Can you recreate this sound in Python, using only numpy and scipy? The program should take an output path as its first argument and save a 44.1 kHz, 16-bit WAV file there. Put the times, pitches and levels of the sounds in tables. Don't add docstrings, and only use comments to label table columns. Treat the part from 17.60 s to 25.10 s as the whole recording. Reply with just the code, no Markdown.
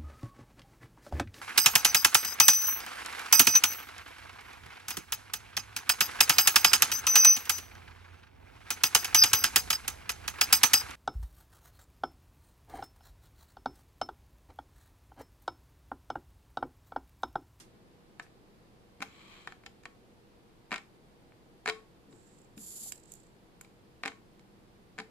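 import sys
import numpy as np
from scipy import signal
from scipy.fft import rfft, irfft, next_fast_len
from scipy.io import wavfile

SR = 44100
rng = np.random.default_rng(int(sys.argv[2]) if len(sys.argv) > 2 else 0)


def master(y):
    cut = np.clip(np.atleast_2d(y).T, -1, 1)
    pcm = np.round(cut * 32767)
    wavfile.write(sys.argv[1], SR, pcm.astype(np.int16))


N = 330750

# f/Hz, level/dB
RUMBLE_SPECTRUM = [(12, -16), (20, -2.5), (85, -5.5), (196, -2), (298, -7), (324, -5.5), (404, -7),
                   (478, -8.5), (581, -13), (746, -13.5), (1380, -22), (4680, -28.5), (5850, -34),
                   (11100, -37), (15500, -42)]
# f/Hz, correlation
RUMBLE_COHERENCE = [(60, 0.3), (130, 0.61), (290, 0.69), (640, 0.25), (1410, -0.16), (3100, 0.082),
                    (6820, -0.054), (15000, -0.055)]
# f/Hz, left minus right/dB
RUMBLE_BALANCE = [(60, -2), (380, 1.5), (1300, -1), (5000, -0.5), (7600, -8), (9000, 3), (10500, 9.5),
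                  (12500, 5.5), (15000, -2)]
# f/Hz, level/dB
HUM_TONES = [(120, -74.5), (200, -74.5), (325, -75), (372, -76.5), (480, -76)]
# f/Hz, t60/s
ROOM_DECAY = [(200, 0.077), (1000, 0.27), (4000, 0.24), (8000, 0.3), (14000, 0.28)]
# f/Hz, gain/dB
LEFT_RESPONSE = [(1000, -0.5), (3000, -2), (4600, 4), (5400, 0), (7000, -3), (7800, -20), (8850, 2),
                 (10000, 0.5), (11150, 4), (12650, 2), (14000, -4)]
RIGHT_RESPONSE = [(1000, -4.5), (3000, -3.5), (4500, 4), (6300, 5.5), (7050, 9.5), (7600, 8.5), (8200, 4),
                  (9300, -5.5), (10000, -10), (14000, -10)]

# t/s, level/dB, t60/s
SHORT_HISSES = [(0, -51, 0.18), (0.624, -59.5, 0.12)]
# start/s, stop/s, level/dB
SIMMER_SPANS = [(4.497, 4.77, -73.5), (5.465, 5.543, -66.5)]
# t/s, count, spacing/s, first level/dB
PUFF_TRAINS = [(4.788, 3, 0.03, -64), (5.359, 3, 0.021, -57.5), (5.437, 4, 0.021, -61),
               (5.603, 3, 0.033, -64.5)]
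# t/s, level/dB, t60/s
DROPLET_BURSTS = [(4.976, -51.5, 0.039), (5.321, -32, 0.021), (5.5193, -38.5, 0.017), (5.538, -39, 0.01),
                  (5.5525, -55, 0.04), (6.0113, -39.5, 0.018)]
# f/Hz, level/dB
SHORT_HISS_SPECTRUM = [(400, -33), (1200, -7), (3000, -7.5), (6000, -5), (7700, -8), (8800, -6),
                       (10500, -14), (13000, -15), (14500, -34)]
BOIL_SPECTRUM = [(1500, -22), (3000, -8), (4500, -6), (6000, -6.5), (7300, 7), (8200, 0), (10000, 5.5),
                 (12000, 3), (14000, -2.5), (15500, -28)]
VAPOUR_SPECTRUM = [(2000, -23), (4000, -7), (6200, -9.5), (7100, 0), (7900, 5.5), (8600, -4.5),
                   (10500, -11), (15000, -20)]
DROPLET_SPECTRUM = [(800, -42), (2500, 1), (5000, -9), (7300, 15.5), (11000, 7.5), (13000, 10),
                    (15500, 6.5)]

# f/Hz, level/dB, t60/s
BENCH_MODES = [(188.4, -8.5, 0.23), (218.4, -0.5, 0.16), (278.6, 3, 0.16), (348.7, -8.5, 0.24),
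               (438.3, 1.5, 0.31), (457.7, -10, 0.24), (704, 0, 0.066), (785, -1.5, 0.1),
               (1103, -4.5, 0.36), (1091, -5.5, 0.28)]
# f/Hz, bandwidth/Hz, level/dB
BOARD_MODES = [(190, 61, -34), (278, 43, -6), (465, 29, 0.5), (710, 27, -5), (796.5, 32, 7),
               (1040, 130, -2), (1222, 235, 2.5), (1337, 35, 3), (1530, 220, 7.5), (1784, 198, 8.5),
               (2172, 340, 9.5), (2440, 1300, -33), (3140, 40, -1), (3880, 330, -6), (4710, 100, -14),
               (5110, 160, -16), (6000, 250, -53), (6700, 500, -53)]
# f/Hz, level/dB
RASP_SPECTRUM = [(400, -25), (750, -12), (1130, 4), (1450, -5.5), (1900, -5.5), (2360, 4.5), (2780, -6.5),
                 (3190, 2.5), (3530, -8), (4050, -7), (5300, -28), (7400, -23.5), (9000, -42), (14000, -37)]
CRACK_SPECTRUM = [(1000, -89), (2500, 12), (4500, -6.5), (7000, -3), (11000, -9.5), (15000, -35)]
# t/s, f/Hz
WHISTLE_PITCH = [(1.44, 10750), (1.56, 12240), (1.65, 12800), (1.74, 13850), (1.81, 12930), (1.87, 11500),
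                 (1.93, 11300), (1.98, 9700)]
# ratio to its pitch, level/dB
WHISTLE_TONES = [(1, -82), (.63, -77), (.59, -81)]
# t/s, level/dB, centre f/Hz
PUSHES = [(1.403, -44.5, 230), (2.254, -54.5, 940), (3.119, -40.5, 294), (4.078, -34.5, 450),
          (4.094, -43.5, 1030), (4.485, -49, 274), (4.523, -49.5, 350), (4.972, -41.5, 220),
          (5.258, -52, 630), (6.455, -38.5, 276), (6.46, -39, 784), (7.381, -51, 437), (7.388, -42, 188)]
# t/s, level/dB, brightness/dB
PIN_TAPS = [(0.5978, -26, -3.5), (0.6656, -50.5, -11), (1.8743, -25, -4), (1.9229, -35, -4),
            (2.037, -45.5, -8), (2.0633, -35.5, 10), (2.2356, -51, 9), (2.2557, -29.5, -1),
            (3.1088, -36, 1), (3.7214, -48, -30), (4.5274, -53.5, 9), (4.9785, -48.5, 17),
            (5.3217, -40, 19.5), (6.0114, -40.5, 4.5), (6.0477, -48, 9), (6.5194, -39, -25),
            (6.7949, -54, 12), (7.3811, -33.5, -7)]
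# first t/s, last t/s, pins, slowing (1 = even), first level/dB, last level/dB, brightness/dB
PIN_SKIPS = [(1.4055, 1.4242, 2, 1, -36.5, -21, 2.5), (3.1178, 3.1807, 5, 1.38, -19.5, -34, -5.5),
             (4.0597, 4.0977, 4, 0.72, -19, -20.5, -1.5), (6.4359, 6.479, 3, 0.92, -21.5, -24, -0.5),
             (7.3877, 7.418, 3, 1.21, -24.5, -45, 0)]


def amp(db):
    return 10 ** (np.asarray(db) / 20)


def unit(x):
    return x / np.sqrt(np.mean(x ** 2) + 1e-20)


def along(points, hz):
    f, values = np.transpose(points)
    return np.interp(np.log(hz + 1), np.log(f + 1), values)


def wobble(rate):
    knots = rng.standard_normal(int(N * rate / SR) + 4)
    fine = signal.resample(knots, len(knots) * 8)
    return np.interp(np.linspace(0, len(fine) - 1, N), np.arange(len(fine)), fine)


def swell(start_s, stop_s, attack_s, fade_db_per_s):
    t = np.arange(N) / SR
    rise = 1 - np.exp(-np.maximum(t - start_s, 0) / attack_s)
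    return rise * amp(-fade_db_per_s * np.maximum(t - stop_s, 0))


def filtered(x, response):
    size = x.shape[-1]
    padded = next_fast_len(size + 4096)
    return irfft(rfft(x, padded) * response(np.fft.rfftfreq(padded, 1 / SR)), padded)[..., :size]


def coloured(x, spectrum):
    return unit(filtered(x, lambda hz: amp(along(spectrum, hz))))


def noise(spectrum):
    return coloured(rng.standard_normal((2, N)), spectrum)


def grains(rate):
    return unit((rng.random((2, N)) < rate / SR) * rng.standard_normal((2, N)))


def add(track, s, sound):
    start = max(round(s * SR), 0)
    part = track[:, start:start + sound.shape[-1]]
    part += sound[..., :part.shape[-1]]


def in_room(x, near_db, room_db, near_t60=0.029, apart_hz=900):
    hz, t, spectra = signal.stft(rng.standard_normal((2, SR // 3)), SR, nperseg=256)
    tail = signal.istft(spectra * amp(-60 * t / along(ROOM_DECAY, hz)[:, None]), SR, nperseg=256)[1]
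    t = np.arange(tail.shape[1]) / SR
    tail *= 1 - np.exp(-t / 0.00083)
    near = rng.standard_normal(tail.shape) * amp(-60 * t / near_t60) * (1 - np.exp(-t / 0.001))
    tail *= amp(room_db) / np.linalg.norm(tail[0])
    near *= amp(near_db) / np.linalg.norm(near[0])
    mid, side = tail + near
    side = filtered(side, lambda f: f / np.hypot(f, apart_hz))
    response = np.array([mid + side, mid - side]) / np.sqrt(2)
    response[:, 0] += 1
    return signal.fftconvolve(x, response, axes=1)


def room_tone(rumble_db=-61.5):
    angle = lambda hz: np.arccos(np.clip(along(RUMBLE_COHERENCE, hz), -1, 1)) / 2
    mid, side = filtered(noise(RUMBLE_SPECTRUM),
                         lambda hz: np.array([np.ones_like(hz), np.tan(angle(hz))]))
    balance = lambda hz: amp(np.outer([.5, -.5], along(RUMBLE_BALANCE, hz)))
    rumble = filtered(np.array([mid + side, mid - side]),
                      lambda hz: balance(hz) / np.sqrt(np.mean(balance(hz) ** 2, axis=0)))
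    t = np.arange(N) / SR
    hum = sum(amp(db + 0.86 * wobble(3.4)) * np.sin(2 * np.pi * hz * t + 0.69 * wobble(6))
              for hz, db in HUM_TONES)
    return amp(rumble_db) * rumble + np.sqrt(2) * hum


def short_hisses():
    envelope, age = np.zeros((1, N)), np.arange(SR // 2) / SR
    for s, db, t60 in SHORT_HISSES:
        add(envelope, s, amp(db - 60 * age / t60))
    return envelope * noise(SHORT_HISS_SPECTRUM) * amp([[-2], [2]])


def vapour(puff_width_s=0.0027, puff_loss_db=2):
    t = np.arange(N) / SR
    simmer = sum(amp(db) * swell(start, stop, attack_s=0.01, fade_db_per_s=116)
                 for start, stop, db in SIMMER_SPANS)
    puffs = sum(amp(db - k * puff_loss_db) * np.exp(-.5 * ((t - s - k * gap_s) / puff_width_s) ** 2)
                for s, count, gap_s, db in PUFF_TRAINS for k in range(round(count)))
    return np.hypot(simmer * amp(1.4 * wobble(70)), puffs) * noise(VAPOUR_SPECTRUM)


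def droplets():
    envelope, age = np.zeros((1, N)), np.arange(SR // 10) / SR
    for s, db, t60 in DROPLET_BURSTS:
        add(envelope, s, amp(db - 60 * age / t60) * (1 - np.exp(-age / 0.0001)))
    return envelope * noise(DROPLET_SPECTRUM)


def boil(dip_s=4.963, lift_s=5.287, lift_db=-45.5, swell_db_per_s=17, bubbles_per_s=9000):
    t = np.arange(N) / SR
    heat_db = lift_db + swell_db_per_s * np.minimum(t - lift_s, 0)
    envelope = swell(dip_s, lift_s, attack_s=0.034, fade_db_per_s=364)
    flicker_db = 1.1 * wobble(130) + 1.1 * wobble(35)
    return envelope * amp(heat_db + flicker_db) * coloured(grains(bubbles_per_s), BOIL_SPECTRUM)


def flux(echo_s=0.000753, echo_gains=(0.19, 0.059)):
    combed = filtered(boil(), lambda hz: 1 - np.outer(echo_gains, np.exp(-2j * np.pi * hz * echo_s)))
    return in_room(combed + vapour() + droplets(), near_db=-28, room_db=-13)[:, :N]


def drag(rasp_db=-53.5, body_db=-11, slips_per_s=3000, speed_exponent=4.7):
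    pitch = np.interp(np.arange(N) / SR, *np.transpose(WHISTLE_PITCH))
    speed = pitch / pitch.max()
    stroke = swell(start_s=1.425, stop_s=1.9, attack_s=0.0073, fade_db_per_s=91)
    board = lambda f: sum(amp(db) * 1j * f * width / (hz * hz - f * f + 1j * f * width)
                          for hz, width, db in BOARD_MODES)
    body = unit(filtered(grains(slips_per_s)[:1], lambda f: board(f) * f ** 2 / (f ** 2 + 900 ** 2)))
    rasp = amp(body_db) * body + coloured(grains(slips_per_s), RASP_SPECTRUM)
    whistle = np.zeros(N)
    for ratio, db in WHISTLE_TONES:
        gain = amp(db + 1.8 * wobble(40.1))
        tone_hz = ratio * pitch * (1 + 0.012 * wobble(870))
        whistle += gain * np.sin(2 * np.pi * np.cumsum(tone_hz) / SR)
    rasp_gain = amp(rasp_db + 0.4 * wobble(49.56)) * speed ** speed_exponent
    return stroke * (rasp_gain * rasp + speed ** 2 * whistle)


def contacts(mid_run_db=2, sharpen_db=3):
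    strikes = list(PIN_TAPS)
    for first_s, last_s, pins, slowing, first_db, last_db, bright_db in PIN_SKIPS:
        for k, progress in enumerate(np.linspace(0, 1, round(pins))):
            s = first_s + (last_s - first_s) * progress ** slowing
            db = first_db + (last_db - first_db) * progress ** 2
            db += mid_run_db * np.sin(np.pi * progress)
            strikes.append((s, db, bright_db + k * sharpen_db))
            if k:
                strikes.append((s - 0.005, db - 7.5, bright_db))
                strikes.append((s + 0.0048, db - 10.5, bright_db))
    return strikes


def knocks(push_db_per_octave=16, hollow_db_per_octave=32, hollow_hz=724, hollow_db=-21):
    out, t = np.zeros((2, N)), np.arange(SR // 3) / SR
    hz, db, t60 = np.transpose(BENCH_MODES)[:, :, None]
    modes = amp(db - 60 * t / t60) * np.sin(2 * np.pi * hz * t) * (1 - np.exp(-t / 0.0013))
    pushes = [(s, level_db, centre_hz, push_db_per_octave) for s, level_db, centre_hz in PUSHES]
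    hollow = [(s, level_db + hollow_db, hollow_hz, hollow_db_per_octave)
              for s, level_db, _ in contacts()]
    for s, level_db, centre_hz, slope in pushes + hollow:
        octaves_away = np.abs(np.log2(hz / centre_hz))
        strength = amp(level_db - slope * octaves_away + rng.standard_normal(hz.shape))
        add(out, s, in_room((strength * modes).sum(0)[None], near_db=-3.5, room_db=-16.5))
    return out


def ticks(scatter_db=2, ring_db=-8, crack_db=-18, crack_t60=0.0088, rise_db=-19, rise_s=0.0015):
    out, t = np.zeros((2, N)), np.arange(SR // 20) / SR
    hz, width, db = np.transpose(BOARD_MODES)[:, :, None]
    treble = 1 / (1 + (3000 / hz) ** 6)
    impact_noise = noise(CRACK_SPECTRUM)
    lead = SR // 150
    for i, (s, level_db, bright_db) in enumerate(contacts()):
        strength = width * amp(db + scatter_db * rng.standard_normal(hz.shape))
        pitch = hz * (1 + 0.018 * rng.standard_normal(hz.shape))
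        phase = rng.standard_normal((2,) + hz.shape) * (hz / 4000) ** 2
        envelope = np.exp(-np.pi * width * t) * (1 - np.exp(-t / 0.00032))
        modes = strength * envelope * np.sin(2 * np.pi * pitch * t + phase)
        low_modes = (modes * (1 - treble)).sum(1)
        modes /= np.std(low_modes[:, :lead // 2])
        ring = -amp(ring_db) * (modes * amp(bright_db * treble)).sum(1)
        grit = amp(bright_db) * impact_noise[:, i * len(t):(i + 1) * len(t)]
        crack = amp(crack_db - 60 * t / crack_t60) * grit
        fading_grit = np.exp(-t / rise_s) * grit[:, ::-1]
        rise = amp(rise_db) * fading_grit[:, lead - 1::-1]
        tick = np.hstack([rise, ring + crack])
        add(out, s - lead / SR, amp(level_db) * in_room(tick, near_db=-6.5, room_db=-10.0))
    return out


def scene(right_lag_s=0.00006):
    delay = lambda hz: np.exp(-2j * np.pi * np.outer([0, right_lag_s], hz))
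    radiation = lambda hz: (1j * hz / (1j * hz + 70)) ** 2
    ports = lambda hz: amp([along(LEFT_RESPONSE, hz), along(RIGHT_RESPONSE, hz)])
    on_board = filtered(ticks() + knocks() + drag(), delay)
    work = filtered(on_board + flux(), lambda hz: radiation(hz) * ports(hz))
    return work + short_hisses() + room_tone()


def record(dry):
    cutoff_hz = 15500
    return filtered(dry, lambda hz: 1 / (1 + (hz / cutoff_hz) ** 120))


dry = scene()
out = record(dry)
master(out)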